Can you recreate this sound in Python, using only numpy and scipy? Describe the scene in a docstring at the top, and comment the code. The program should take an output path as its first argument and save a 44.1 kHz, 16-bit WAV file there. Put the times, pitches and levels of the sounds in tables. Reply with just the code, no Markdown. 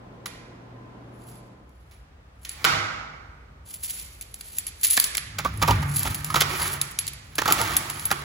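"""A key clicks round in a wall switch in a humming room. Then, in a live hall, an alarm box handle is
pulled down with a clack, a key ring jangles, and the plastic box is unlocked, swung open and shut again.
Blows crack and ring the case and thump the wall behind it; the keys tick and ring as they collide.
A two-port phone microphone is held close, with the hall's tail behind each contact."""
import sys
import numpy as np
from scipy import signal
from scipy.fft import rfft, irfft, next_fast_len
from scipy.io import wavfile
from scipy.ndimage import uniform_filter1d

SR = 44100
rng = np.random.default_rng(int(sys.argv[2]) if len(sys.argv) > 2 else 0)


def to_wav(s):
    """Save 16-bit WAV."""
    ch = np.atleast_2d(s).T  # columns
    pcm = np.round(np.clip(ch, -1, 1) * 32767)  # PCM
    wavfile.write(sys.argv[1], SR, pcm.astype(np.int16))


N = 363384
FFT = next_fast_len(N + 2 * SR)

# knocks on the plastic: (time [s], level [dB], favoured pitch [Hz], decay [ms])
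PLASTIC_KNOCKS = [(0.2581, -25, 1840, 4.16), (1.911, -60.5, 2280, 35), (2.449, -36.5, 2370, 7.1),
                  (2.643, -7.5, 1560, 2), (2.649, -3, 1487, 2.37), (4.974, -9.5, 1850, 3.2),
                  (5.151, -16, 2180, 1.55), (5.179, -17, 2100, 2.5), (5.384, -24.5, 1890, 12.5),
                  (5.447, -27, 1520, 18), (5.616, -15.5, 1090, 8), (5.624, -7.5, 960, 7.2),
                  (5.676, -14, 990, 21.7), (5.708, -3, 920, 2.46), (5.826, -17, 890, 4.4),
                  (6.05, -19, 860, 10.5), (6.07, -17, 704, 5.4), (6.3, -24.5, 1290, 9.1),
                  (6.342, -10.5, 1280, 4.6), (6.357, -12, 1390, 9.2), (6.409, -5.5, 1810, 2.45),
                  (6.416, -11.5, 1630, 6.7), (7.382, -15, 1770, 7.1), (7.417, -17, 1570, 3.7),
                  (7.456, -20, 1424, 9.9), (7.477, -14.5, 1306, 11.4), (7.501, -17.5, 1394, 9.3),
                  (7.522, -23, 1330, 4.3), (8.104, -21, 1510, 3.5), (8.113, -8.5, 1410, 3.37),
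                  (8.121, -14, 395, 5.5)]


def undb(db):
    """Decibels to amplitude."""
    return 10 ** (np.asarray(db) / 20)


def level(x, db):
    """Set the rms level."""
    return x * undb(db) / np.sqrt(np.mean(x ** 2))


def along(points):
    """Table values on the FFT bins, joined on a log-frequency axis."""
    hz, value = np.transpose(points)
    return np.interp(np.log(np.arange(FFT // 2 + 1) * SR / FFT + 1), np.log(hz), value)


def colour(x, points):
    """Filter by (frequency [Hz], gain [dB]) points; white noise keeps its power."""
    gain = undb(along(points))
    return irfft(rfft(x, FFT) * gain / np.sqrt(np.mean(gain ** 2)), FFT)[..., :N]


def walk(rate):
    """Glide to a new random value `rate` times a second; spread near 1."""
    step = int(SR / rate)
    return 1.2 * uniform_filter1d(np.repeat(rng.standard_normal(N // step + 1), step), step)[:N]


def grit(rate, depth_db):
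    """Noise broken into uneven grains."""
    return rng.standard_normal(N) * undb(depth_db * walk(rate))


def clicks(rate, spread_db):
    """Dense chance clicks of unit power, a few stronger than the rest."""
    when, size, sign = rng.random(N) < rate / SR, rng.exponential(size=N), rng.standard_normal(N)
    return level(when * sign * undb(spread_db * size), 0)


def swells(start, hold, peak_db, rise_db_s, fall_db_s):
    """Gain that swells to each peak, holds and dies away; overlapping swells add."""
    t = np.arange(N) / SR
    rows = zip(*np.broadcast_arrays(start, hold, peak_db, rise_db_s, fall_db_s))
    return sum(undb(db - up * np.maximum(at - t, 0) - down * np.maximum(t - at - held, 0))
               for at, held, db, up, down in rows)


def bursts(rows, levels_db, rise_s, rough, blunt=False):
    """Each contact is a swelling, then fading patch of rough force; blunt makes it one tap."""
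    force, t = np.zeros(N + SR), np.arange(SR // 10) / SR
    rough = np.pad(rough, (0, SR), "wrap")
    for (at, *_, decay_ms), db in zip(rows, levels_db):
        span = slice(int(at * SR), int(at * SR) + len(t))
        shape = (1 - np.exp(-t / rise_s)) ** 2 * np.exp(-t / (max(decay_ms, 1) / 1000))
        patch = 1. * (shape == shape.max()) if blunt else shape * rough[span]
        force[span] += undb(db) * patch * np.sqrt(np.sum(shape ** 2) / np.sum(patch ** 2))
    return force[:N]


def ring(force, modes, vary_db, vary_pitch):
    """Decaying modes whose strength and pitch wander as the grip shifts."""
    out = 0
    for hz, db, t60 in modes:
        turn = np.exp(2j * np.pi * np.cumsum(hz * (1 + vary_pitch * walk(12))) / SR)
        drive = force * undb(db + vary_db * walk(25))
        pole = np.exp(-np.log(1000) / (t60 * SR))
        out = out + (turn * signal.lfilter([1], [1, -pole], drive / turn)).imag
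    return out


def air(spectrum, db, flicker_db):
    """Room tone, alike left and right in the bass and wide above it."""
    mid, side = (colour(rng.standard_normal(N), spectrum) for _ in range(2))
    side = colour(side, [(100, -25), (400, -6), (1000, 0)])
    pair = level(mid, db) + undb(db + 1.5) * side * np.array([[1], [-1]])
    return pair * undb(flicker_db * walk(2.6))


def background():
    """Plant noise and mains hum in the first room fade into the quieter air of the hall."""
    # room tone of each place: (frequency [Hz], relative density [dB])
    plant_spectrum = [(15, -68), (25, -42), (43, -4.5), (118, -9.5), (207, -5.5), (1030, -20), (15000, -60)]
    hall_spectrum = [(15, -23), (25, -29.5), (54, 0), (231, -23), (1000, -31), (1250, -30.5),
                     (15000, -62.5)]
    # hum tones: (frequency [Hz], rms level [dB])
    hum_tones = [(119.5, -52.5), (1024, -65.5)]
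    t = np.arange(N) / SR
    in_hall = np.interp(t, (1.36, 1.83), (0, 1))
    hum = sum(undb(db + 2 * walk(6)) * np.sqrt(2) * np.sin(2 * np.pi * hz * t) for hz, db in hum_tones)
    room = air(plant_spectrum, db=-49, flicker_db=0.43) + hum
    return (1 - in_hall) * room + in_hall * air(hall_spectrum, db=-51, flicker_db=0.34)


def hall(x):
    """Diffuse tail of the hall, each half-octave band dying at its own rate."""
    # reverberation time: (frequency [Hz], t60 [s])
    decay_times = [(60, 1.6), (1900, 1.267), (3000, 0.91), (6000, 0.92), (16000, 0.1)]
    # tone of the tail: (frequency [Hz], relative gain [dB])
    tail_tone = [(60, 3.5), (330, 10.5), (700, 5.5), (1800, 5), (2600, 0.5), (16000, -4)]
    # width of the tail at the microphone: (frequency [Hz], side over mid [ratio])
    width = [(80, .03), (150, .2), (300, .6), (1000, 1.4), (5000, 1.4), (9000, .3)]
    decay_hz, decay_s = np.transpose(decay_times)
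    t, tail = np.arange(2 * SR) / SR, 0
    octaves = np.log2(np.arange(FFT // 2 + 1) * SR / FFT + 1)
    for hz in 45 * 2 ** np.arange(0, 9, .5):
        t60 = np.interp(np.log(hz), np.log(decay_hz), decay_s)
        envelope = np.exp(-np.log(1000) * t / t60) * np.minimum(t / 0.007, 1)
        mid, side = rfft(rng.standard_normal((2, len(t))) * envelope, FFT)
        pair = mid + along(width) * side * np.array([[1], [-1]])
        band = np.sqrt(np.clip(1 - 2 * abs(octaves - np.log2(hz)), 0, 1))
        tail = tail + pair * band
    return irfft(rfft(x, FFT) * tail * undb(along(tail_tone) - 35), FFT)[:, :N]


def rasp_and_push():
    """Two gain curves: rough swells of sound rising after the knocks, and the hand's push on the wall."""
    # swells: (time at full strength [s], hold [s], rasp [dB], push [dB])
    peaks = [(2.663, 0.031, -43, -38), (5.44, 0.022, -51, -33.5), (5.673, 0.022, -40, -26),
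             (5.708, 0.031, -52, -23), (6.059, 0.014, -38.5, -32), (6.37, .02, -37.5, -35),
             (6.586, 0.059, -31, -41), (7.516, 0.21, -31.5, -37.5), (7.902, 0.32, -47, -52)]
    at, hold, rasp_db, push_db = np.transpose(peaks)
    rasp = swells(at, hold, rasp_db, rise_db_s=131, fall_db_s=102)
    push = swells(at, hold, push_db, rise_db_s=153, fall_db_s=94)
    resting = swells([5.22], hold=3.1, peak_db=-47, rise_db_s=153, fall_db_s=94)
    return rasp, push + resting


def wall_load_db():
    """Knock levels for box and wall: light, high-pitched knocks move them less."""
    _, db, hz, _ = np.transpose(PLASTIC_KNOCKS)
    return db - 16 * np.maximum(np.log2(hz / 1500), 0)


def wall():
    """Knocks and the pushing hand shake the hollow wall behind the box."""
    # wall modes: (frequency [Hz], level [dB], t60 [s])
    modes = [(70.6, -6.5, 0.35), (100.6, 8.5, 0.1), (142.2, -0.5, 0.29)]
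    knocks = bursts(PLASTIC_KNOCKS, wall_load_db() - 12.5, rise_s=0.0026, rough=grit(120, 1.4))
    _, pushing = rasp_and_push()
    push = undb(4.5) * pushing * rng.standard_normal(N)
    thump = undb(-41.5) * ring(knocks + push, modes, vary_db=2, vary_pitch=0.033)
    return colour(thump, [(35, -38), (55, -6), (300, -3.5), (600, -7)])


def shaking():
    """How hard the key ring moves: a gain curve."""
    # shakes of the ring: (time at full strength [s], time to swell 30 dB [s], hold [s], level [dB])
    shakes = [(1.307, 0.24, 0.0085, -52), (1.939, 0.57, 0.0045, -68.5), (2.461, 0.09, 0.021, -48.5),
              (3.66, 0.02, 0.26, -46.5), (3.829, 0.03, 0.16, -37), (4.55, 0.3, 0.012, -41.5),
              (4.837, 0.06, 0.023, -27), (4.925, 0.08, 0.062, -27), (5.987, 0.15, 0.013, -33),
              (6.66, 0.39, 0.0088, -29.5), (7.547, 0.5, 0.21, -48)]
    # keys dangling as they are carried: (time [s], hold [s], level [dB])
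    dangles = [(4.05, 0.57, -57), (5.57, 0.54, -52.5), (6.093, 0.25, -49), (7.917, 0.23, -44)]
    at, swell_s, hold, db = np.transpose(shakes)
    slope_db_s = 177.5
    shaken = swells(at, hold, db, 30 / swell_s, slope_db_s)
    return shaken + swells(*np.transpose(dangles), slope_db_s, slope_db_s)


def keys(blunt):
    """Clinks and a blur of small scrapes tick and ring the keys, each clink with its own brightness."""
    # key clinks: (time [s], level [dB], extra gain below split_hz [dB], decay [ms])
    clinks = [(0.2598, -34.5, 1, 8), (1.692, -50, 2, 1.4), (2.492, -25, 1, 3.2), (2.515, -37, 2, 2.7),
              (3.705, -37, -1, 6), (4.2105, -32, 2.5, 8.9), (4.34, -31, 0, 6.4), (4.408, -28.5, 4.5, 3),
              (4.583, -13.5, -2, 3.2), (4.666, -27, 1, 9), (4.811, -26.5, -5, 2), (4.832, -15, 1, 10),
              (4.863, -20, -7.5, 10), (4.902, -14, -10.5, 18), (4.968, -11.5, 3, 3), (4.998, -5.5, -6, 5.6),
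              (5.0398, -13, 2, 4.4), (5.149, -19, 0, 1.3), (5.17, -10.5, 1, 1.75), (5.573, -29, -6, 2.2),
              (5.96, -14, -7, 7), (5.991, -17, -10.5, 5.2), (6.03, -19, -4, 6), (6.144, -22, -0.5, 8.1),
              (6.2446, -20, -1, 4), (6.4059, -4.5, 3, 1.3), (6.736, -26.5, -1, 3.5),
              (6.8131, -13.5, 0.5, 5), (6.911, -31, -6, 4.4), (6.988, -11.5, 4, 2.7), (7.012, -33, 8, 2.1),
              (7.067, -23.5, 4, 2.3), (7.078, -19.5, 3, 3), (7.132, -27, -4, 2.3), (7.353, -28.5, -1, 5.3),
              (7.5225, -1.5, -0.5, 2.2), (7.614, -13, 3, 2.5), (7.766, -8, -3.5, 5.6), (7.897, -20, 1, 4.1),
              (7.995, -23, 6, 1.7), (8.053, -9.5, -10.5, 2.5), (8.114, -17.5, -2, 4.4)]
    # key modes: (frequency [Hz], level [dB], t60 [s])
    modes = [(4880, -14, 0.008), (7300, -18, 0.035), (10820, -2.5, 0.019), (11050, -8, 0.065),
             (13620, -10.5, .07), (15000, -15.5, .03), (15420, -16, 0.025)]
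    # tick of metal on metal: (frequency [Hz], relative density [dB])
    tick_spectrum = [(800, -29.5), (2200, 3), (7000, 2.5), (8500, 11.5), (11000, 4.5), (13000, 18),
                     (16000, -10)]
    split_hz, scrape_s = 8000, 0.003
    scrapes = signal.lfilter([1], [1, -np.exp(-1 / (scrape_s * SR))], clicks(900, 2) ** 2)
    jangle = shaking() * level(np.sqrt(scrapes) * grit(60, 2.8), -0.5)
    _, clink_db, low_db, _ = np.transpose(clinks)
    rough, out = grit(400, 5.5), 0
    for band, extra_db, jangle_db in (("low", low_db, -1), ("high", 0, 0)):
        force = bursts(clinks, clink_db + extra_db, 0.0006, rough, blunt) + undb(jangle_db) * jangle
        tick = undb(-1.5) * colour(force, tick_spectrum)
        rings = undb(-24) * ring(force, modes, vary_db=5.5, vary_pitch=0.0053)
        out = out + signal.sosfilt(signal.butter(4, split_hz, band, fs=SR, output="sos"), tick + rings)
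    return out


def case(blunt):
    """Knocks crack the plastic and ring the modes near their pitch most; a rasp swells after some."""
    # case modes: (frequency [Hz], level [dB], t60 [s])
    modes = [(372.5, -6, 0.064), (920, -2, 0.04), (1213, -2.5, 0.035), (1356, 6.5, 0.012),
             (1536, 1.5, 0.019), (1914, -1.5, 0.019), (2325, 2, .016)]
    # dull crack and bright edge of a knock: (frequency [Hz], relative density [dB])
    crack_spectrum = [(220, -19), (500, -8.5), (1300, 10.5), (2500, 8.5), (5000, -6)]
    edge_spectrum = [(700, -27), (2000, -3), (3500, -4), (7000, -8.5), (16000, -12.5)]
    _, knock_db, knock_hz, _ = np.transpose(PLASTIC_KNOCKS)
    rough = grit(300, 3.4)
    rasp_gain, _ = rasp_and_push()
    rasp = rasp_gain * clicks(4000, 1.2) * undb(2 * walk(60))
    dull_force = bursts(PLASTIC_KNOCKS, wall_load_db(), 0.001982, rough, blunt)
    crack = colour(dull_force + rasp, crack_spectrum)
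    edge_db = knock_db - 3 + 14 * np.log2(knock_hz / 1500)  # higher knocks are brighter
    sharp_force = bursts(PLASTIC_KNOCKS, edge_db, 0.00043, grit(500, 2.84), blunt)
    edge = colour(sharp_force + undb(-6) * rasp, edge_spectrum)
    rings = 0
    for mode in modes:
        octaves_off = abs(np.log2(mode[0] / knock_hz))
        force = bursts(PLASTIC_KNOCKS, knock_db - 24 * octaves_off, 0.002012, rough, blunt)
        rings = rings + ring(force + undb(-13) * rasp, [mode], vary_db=4.5, vary_pitch=0.044)
    return undb(-5) * crack + undb(-1.5) * edge, undb(-20.5) * rings


def ports(x):
    """The phone's body shades its two microphone ports differently and turns their phase apart."""
    # shading: (frequency [Hz], left minus right [dB])
    shading = [(200, -.3), (800, -5), (2400, -4), (4400, -6), (8100, 0)]
    # phase between the ports: (frequency [Hz], left ahead of right [rad])
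    lead = [(150, 0), (950, -.9), (2500, -1.5), (4000, 0), (7400, .3), (8100, 3), (9500, 3.4), (10400, 6),
            (11700, 6.6), (12800, 9.3), (14200, 9.9), (14900, 12.4)]
    half = undb(along(shading) / 2) * np.exp(.5j * along(lead))
    return irfft(rfft(x, FFT) * np.array([half, 1 / half]), FFT)[:, :N]


def scene():
    """Box, keys and wall close to the microphone, the hall's tail and room tone behind them."""
    # feed to the tail, moderate at first, highest for the clack, lowest after: (time [s], level [dB])
    send_levels = [(1.5, -7.5), (2.601, -5), (2.7, 6), (2.8, -12)]
    send = undb(np.interp(np.arange(N) / SR, *np.transpose(send_levels)))
    crack, rings = case(blunt=False)
    metal, thump = keys(blunt=False), wall()
    # the hall is fed clean taps and little ringing, so its tail sounds smooth
    tap_crack, tap_rings = case(blunt=True)
    feed = tap_crack + undb(-8) * tap_rings + undb(4.5) * keys(blunt=True) + undb(-5.5) * thump
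    return ports(crack + rings + metal + thump + hall(send * feed)) + background()


def record(dry):
    """The phone rounds the loudest peaks, drops the deepest bass and cuts the top."""
    bottom_hz, top_hz = 38, 16000
    rounded = np.tanh(1.234 * dry) / 0.98
    thinned = signal.sosfilt(signal.butter(2, bottom_hz, "high", fs=SR, output="sos"), rounded)
    return signal.sosfilt(signal.ellip(8, .2, 70, top_hz, fs=SR, output="sos"), thinned)


dry = scene()
out = record(dry)
to_wav(out)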